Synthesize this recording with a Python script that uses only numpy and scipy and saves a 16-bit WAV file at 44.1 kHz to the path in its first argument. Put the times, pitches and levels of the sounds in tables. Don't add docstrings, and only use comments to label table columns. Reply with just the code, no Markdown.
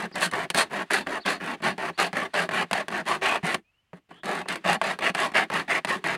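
import sys
import numpy as np
from scipy import signal
from scipy.fft import rfft, irfft, next_fast_len
from scipy.io import wavfile
from scipy.ndimage import map_coordinates

SR = 44100
rng = np.random.default_rng(int(sys.argv[2]) if len(sys.argv) > 2 else 0)


def wrap_up_sound(samples):
    columns = np.atleast_2d(samples).T
    tamed = np.clip(columns, -1, 1)
    steps = np.round(tamed * 32767).astype(np.int16)
    wavfile.write(sys.argv[1], SR, steps)


N = 272097
USUAL_DB = -29


def amp(db):
    return 10 ** (np.asarray(db) / 20)


def unit(x):
    return x / np.sqrt(np.mean(x ** 2) + 1e-20)


def along(points, hz):
    f, value = np.transpose(points)
    return np.interp(np.log(hz + 1), np.log(f), value)


def wobble(rate, size):
    points = rng.standard_normal(int(size * rate / SR) + 4)
    return map_coordinates(points, [np.arange(size) * rate / SR])


def add(track, s, sound):
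    first = round(s * SR)
    sound = sound[max(-first, 0):]
    part = track[max(first, 0):][:len(sound)]
    part += sound[:len(part)]


def filtered(x, gain):
    size = next_fast_len(N + SR // 2)
    hz = np.fft.rfftfreq(size, 1 / SR)
    return irfft(rfft(x, size) * gain(hz), size)[:N]


def causal(colour_db, size=4096):
    hz = np.fft.rfftfreq(size, 1 / SR)
    cepstrum = irfft(np.log(amp(colour_db(hz))))
    fold = np.r_[1, np.full(size // 2 - 1, 2), np.zeros(size // 2)]
    response = irfft(np.exp(rfft(cepstrum * fold)))
    return response / np.linalg.norm(response)


def ringing(decays, size):
    hz, t, modes = signal.stft(rng.standard_normal(size), SR, nperseg=128)
    fade = amp(-60 * t / along(decays, hz)[:, None])
    even_fade = fade / np.linalg.norm(fade, axis=1, keepdims=True)
    tail = signal.istft(modes * even_fade, SR)[1][:size]
    return tail / np.linalg.norm(tail)


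# f/Hz, relative level/dB
WALL_COLOUR = [(100, -34), (250, -24), (390, -2), (500, -5.5), (680, 2.5), (1300, -2.5), (1900, -2.5),
               (3400, -11), (5500, -24), (9500, -26.5), (12500, -39.5), (16000, -46.5)]
# f/Hz, width/Hz, boost level/dB
RESONANCES = [(180, 44, 0), (367, 23, 0.5), (1117, 57, 5), (1744, 240, 4), (2800, 230, 2), (4360, 18, 5),
              (4500, 870, 3), (6110, 59, 5), (8890, 340, 1)]


def bottle(spectrum, bright_db=0, peaks=()):
    def colour_db(hz):
        tilt = along([(700, 0), (4000, bright_db)], hz)
        bumps = 0
        for centre, width, db in [*RESONANCES, *peaks]:
            bumps = bumps + db * np.exp(-((hz - centre) / width) ** 2)
        return along(spectrum, hz) + tilt + bumps
    return causal(colour_db)


# f/Hz, time to fall by 60 dB t/s
WALL_RING = [(170, 0.049), (400, 0.091), (1000, 0.039), (3000, 0.039), (10000, 0.028)]


def pluck(crack):
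    ring = ringing(WALL_RING, size=4096)
    ring[0] += crack
    return ring / np.linalg.norm(ring)


def teeth(speed, tooth_rate, jitter, scatter_db):
    travel = np.cumsum(speed) * tooth_rate / SR
    chance = rng.standard_normal((int(travel[-1]), 2))
    passing = np.arange(len(chance)) + jitter * chance[:, 0]
    at = np.searchsorted(travel, passing).clip(0, len(speed) - 1)
    size = amp(scatter_db * np.minimum(chance[:, 1], 2))
    return at, unit(size) * np.sqrt(SR / (tooth_rate * speed[at]))


def rasp(force, speed, tooth_rate, scatter_db, crack, count=6):
    at, size = teeth(speed, tooth_rate, jitter=.3, scatter_db=scatter_db)
    stray = .55
    spot = np.floor(count * at / len(force) + stray * rng.standard_normal(len(at))) % count
    total = 0
    for k in range(count):
        hits = np.bincount(at, size * (spot == k), len(force))
        total = total + signal.fftconvolve(force * hits, pluck(crack))
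    return total


# f/Hz, relative level/dB
AIR_COLOUR = [(15, -40.5), (25, -0.5), (86, 3.5), (354, -11.5), (1810, -11.5), (3010, -9), (3440, -17.5),
              (15000, -32.5)]


def air():
    hush = filtered(rng.standard_normal(N), lambda hz: amp(along(AIR_COLOUR, hz)))
    return amp(-75.0) * unit(hush)


# start t/s, end t/s, level/dB
RUBS = [(0, 3.58, -58.5), (4.35, 6.17, -59)]


def rubbing():
    t = np.arange(N) / SR
    slide = signal.fftconvolve(rng.standard_normal(N), bottle(WALL_COLOUR, bright_db=8))[:N]
    fade_db_per_s = 700
    contact = 0
    for start, end, db in RUBS:
        outside_s = np.abs(t - np.clip(t, start, end))
        contact = contact + amp(db - fade_db_per_s * outside_s)
    return contact * amp(1.1 * wobble(65, N)) * slide


def stroke_force(t, start, end, db, lean_db, arch):
    crest_share, start_drop_db, end_drop_db, release_db_per_s = arch
    bite_s = 0.0035
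    arch_grows = 0.046
    start_drop_db = start_drop_db * max(1 + arch_grows * (db - USUAL_DB), .5)
    u = np.clip((t - start) / (end - start), 0, 1)
    rise = np.interp(u, [0, crest_share], [1, 0]) ** 2
    fall = np.interp(u, [crest_share, 1], [0, 1]) ** 2
    push_db = db + lean_db * (u - crest_share) - start_drop_db * rise - end_drop_db * fall
    push_db = push_db - release_db_per_s * np.maximum(t - end, 0)
    uneven_db = 0.71 * wobble(75.6, len(t))
    return amp(push_db + uneven_db) * np.minimum((t - t[0]) / bite_s, 1)


# f/Hz, relative level/dB
FLEX_COLOUR = [(30, -40.5), (75, -16), (125, -15), (175, 1.5), (250, -3.5), (390, -3), (520, -22),
               (1200, -48.5)]
# f/Hz, relative level/dB
CHIP_COLOUR = [(300, -40.5), (1500, 4.5), (4300, 2), (5600, -6), (7800, -0.5), (9300, 1), (11000, -5),
               (12800, -15.5), (16000, -27.5)]
# f/Hz, relative level/dB
EDGE_COLOUR = [(500, -33.5), (1400, -0.5), (2100, -0.5), (2900, -4), (3600, -17.5), (8000, -28),
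               (16000, -54)]


def stroke(start, end, db, lean_db, wall_hz, wall_db, crackle_db, bright_db, arch):
    t = np.arange(start - .002, end + .06, 1 / SR)
    force = stroke_force(t, start, end, db, lean_db, arch)
    usual = np.sqrt(np.mean(force[t < end] ** 2))
    push = force / usual
    harder_db = db - USUAL_DB
    speed = .4 + .6 * np.sin(np.linspace(0, np.pi, len(t)))

    scrape = amp(-0.7) * rasp(force, speed, tooth_rate=950, scatter_db=5.0, crack=.22)
    wall_grows = .5
    wall_db = wall_db * amp(wall_grows * harder_db)
    brightens_db_per_s = 0.93
    wall_peak = (wall_hz, 0.15 * wall_hz, wall_db)
    wall = bottle(WALL_COLOUR, bright_db + brightens_db_per_s * start, [wall_peak])

    edge_level = amp(-11 + 0.58 * harder_db) * usual
    edge = edge_level * rasp(push ** 2.37, speed, tooth_rate=700, scatter_db=4, crack=0.28, count=2)

    boom_db = min(-38.5 + .25 * harder_db, db - 4)
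    boom = amp(boom_db) * rasp(push ** 0.5, speed, tooth_rate=900, scatter_db=2.0, crack=0.25, count=3)

    chip_rate = 560 * amp(.35 * crackle_db)
    chip_level = amp(crackle_db + 3.0) * usual
    chips = chip_level * rasp(push ** 1.46, speed, chip_rate, scatter_db=5, crack=0.49, count=4)

    parts = [(scrape, wall), (edge, bottle(EDGE_COLOUR)),
             (boom, bottle(FLEX_COLOUR)), (chips, bottle(CHIP_COLOUR))]
    return sum(signal.fftconvolve(drive, response) for drive, response in parts)


# start t/s, end t/s, push level/dB, lean (extra push gained along the stroke) level/dB, wall resonance f/Hz
RETURNS = [(-.04, 0.062, -29.5, 0.5, 780), (.323, 0.449, -27.5, 0.5, 1700), (0.701, 0.828, -30, 6, 1643),
           (1.066, 1.186, -30.5, 2.5, 1610), (1.399, 1.548, -31, 3, 2700), (1.784, 1.9, -30, 2, 2530),
           (2.134, 2.267, -28, -3, 2110), (2.509, 2.634, -24.5, 3.5, 2370),
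           (2.904, 3.012, -29.5, 2.5, 1620), (3.215, 3.377, -22, -4, 2530), (3.941, 3.985, -54, -1, 1060),
           (4.092, 4.199, -54.5, -1, 764), (4.236, 4.418, -29, 3, 790), (4.643, 4.756, -21.5, 2, 773),
           (5.007, 5.101, -23.5, 0, 2660), (5.341, 5.445, -20.5, -9, 2150),
           (5.681, 5.789, -23.5, -1.5, 2200), (6.043, 6.155, -26.5, 1.5, 2190)]
# start t/s, end t/s, push level/dB, lean level/dB, crackle relative level/dB, wall resonance f/Hz
CUTS = [(0.143, 0.219, -32, 12, -19, 2000), (0.206, .264, -24, 7, -5, 1520),
        (0.544, 0.629, -22.5, 8.5, -8, 4210), (.904, 1.014, -23.5, -0.5, -12.5, 4300),
        (1.253, 1.357, -24, 0, -15.5, 4170), (1.623, 1.717, -24, 0, -18.5, 4400),
        (1.98, 2.08, -23, -3.5, -13.5, 4500), (2.338, 2.455, -24, -1, -16.5, 4570),
        (2.733, 2.821, -26.5, 1.5, -21.5, 610), (3.058, 3.166, -24.5, 2.5, -17, 1100),
        (3.432, 3.549, -26, 5, -15.5, 2210), (4.481, 4.574, -29.5, -4, -16.5, 2190),
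        (4.816, 4.932, -27.5, 9, -18, 620), (5.144, 5.274, -26, 10.5, -18, 1100),
        (5.516, 5.62, -25, 1, -19.5, 1160), (5.871, 5.973, -26, 0, -17, 1110)]
# crest as a share of its length, drop at the start level/dB (for a middling push),
# drop at the end level/dB, release [dB per s]
RETURN_ARCH = (0.36, 6.8, 4.1, 1210)
CUT_ARCH = (.35, 7, 9.5, 620)


def sawing():
    track, lead_s = np.zeros(N), .005
    for start, end, db, lean_db, wall_hz in RETURNS:
        wall_db = 1 + .9 * start
        sound = stroke(start, end, db, lean_db, wall_hz, wall_db,
                       crackle_db=-22, bright_db=-6.5, arch=RETURN_ARCH)
        add(track, start - lead_s, sound)
    for start, end, db, lean_db, crackle_db, wall_hz in CUTS:
        bright_db = -1.5 + 0.37 * (crackle_db + 12)
        sound = stroke(start, end, db, lean_db, wall_hz, 4, crackle_db, bright_db, CUT_ARCH)
        add(track, start - lead_s, sound)
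    return track


# t/s, relative level/dB, relative splinter level/dB
SNAGS = [(0.114, -37, -38), (0.156, -21, -13.5), (0.313, -31, -5.5), (0.336, -20.5, -22), (0.347, -31, -20),
         (0.502, -16.5, -8), (0.546, -13, -15), (0.908, -12, -28), (1.07, -18, -31), (1.261, -21, -9.5),
         (1.603, -34, -45), (1.78, -22, -27), (2.13, -21, -24), (2.491, -18, -33), (2.712, -15.5, -21),
         (2.731, -10, -17.5), (2.883, -18.5, -21), (3.544, -12.5, -16), (3.932, -30.5, -51),
         (4.112, -34.5, -45), (4.234, -27, -29), (4.257, -27, -10), (4.458, -27.5, -60), (4.486, -23, -6.5),
         (4.557, -21, -17), (4.73, -19.5, -7), (4.815, -13.5, -27.5), (4.989, -20, -23), (5.149, -13, -23),
         (5.318, -29, -24), (5.357, -34, -21.5), (5.501, -19.5, -28), (5.848, -13.5, -20.5),
         (6.041, -21.5, -18)]


def snags():
    track, t = np.zeros(N), np.arange(SR // 40) / SR
    skip_t60 = 0.027
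    for s, db, treble_db in SNAGS:
        boom_db = -11.5 - 0.46 * (db - USUAL_DB)
        skip_force = amp(-60 * t / skip_t60)
        skips = 0.029 * rasp(skip_force, np.ones(len(t)), tooth_rate=1200, scatter_db=2.5, crack=0.24, count=2)
        add(skips, 0, 0.77 * pluck(crack=0.37))
        wall = bottle(WALL_COLOUR, bright_db=0.52 * (treble_db + 22.0))
        flex = amp(boom_db + 6.5) * bottle(FLEX_COLOUR)
        chips = amp(treble_db + 3) * bottle(CHIP_COLOUR)
        add(track, s, amp(db + 18.5) * signal.fftconvolve(skips, wall + flex + chips))
    return track


# start t/s, end t/s, first f/Hz, last f/Hz, level/dB, hoarseness (0 is pure)
BIRDS = [(0.121, .16, 4400, 4950, -53, 1.1), (0.268, 0.317, 3130, 2950, -56, 0.2),
         (1.0, 1.05, 3680, 3560, -59, .15), (1.199, 1.234, 4150, 4450, -53, 0.5),
         (1.227, 1.254, 4400, 3170, -54, .15), (1.928, 1.97, 3720, 4660, -62.5, .15),
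         (3.64, 3.719, 2380, 2600, -72.5, 0.1), (3.725, 3.823, 2620, 3030, -74, .05),
         (3.839, 3.925, 2980, 3250, -91, .1), (4.111, 4.228, 2780, 3310, -60.5, 0.7),
         (4.423, 4.48, 2510, 2710, -57, 0.7)]


def birds():
    track = np.zeros(N)
    for start, end, first_hz, last_hz, db, hoarse in BIRDS:
        size = round((end - start) * SR)
        quaver = .08 * hoarse * wobble(900, size)
        glide = np.linspace(1, 0, size) ** 1.9
        pitch = (last_hz + (first_hz - last_hz) * glide) * (1 + quaver)
        level = amp(db) * signal.windows.tukey(size, .35)
        whistle = np.sin(2 * np.pi * np.cumsum(pitch) / SR)
        add(track, start, np.sqrt(2) * level * whistle)
    return track


# t/s, f/Hz, level/dB before attack and decay
THUDS = [(0.546, 205, -23), (1.256, 197, -25), (2.713, 220, -21.5), (3.434, 175.4, -16),
         (3.934, 180, -30.5), (4.76, 205, -25.5), (5.099, 189, -26.5)]


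def thuds():
    track, t = np.zeros(N), np.arange(SR // 5) / SR
    attack_s, t60 = .005, .09
    for s, hz, db in THUDS:
        swell = 1 - np.exp(-t / attack_s)
        decay = amp(db - 0.5 - 60 * t / t60)
        add(track, s, decay * swell * np.sin(2 * np.pi * hz * t))
    return track


# f/Hz, time to fall by 60 dB t/s
GARDEN = [(200, 0.11), (2000, 0.043), (10000, 0.12)]


def outdoors(x, wet_db):
    scatter = signal.fftconvolve(x, ringing(GARDEN, size=16384))[:N]
    return x + amp(wet_db) * scatter


def scene():
    saw = rubbing() + sawing() + snags() + thuds()
    return (air() + outdoors(saw, wet_db=-22) + outdoors(birds(), wet_db=-6.0))[None]


def record(dry):
    top_hz = 15900
    return np.array([filtered(channel, lambda hz: hz < top_hz) for channel in dry])


dry = scene()
out = record(dry)
wrap_up_sound(out)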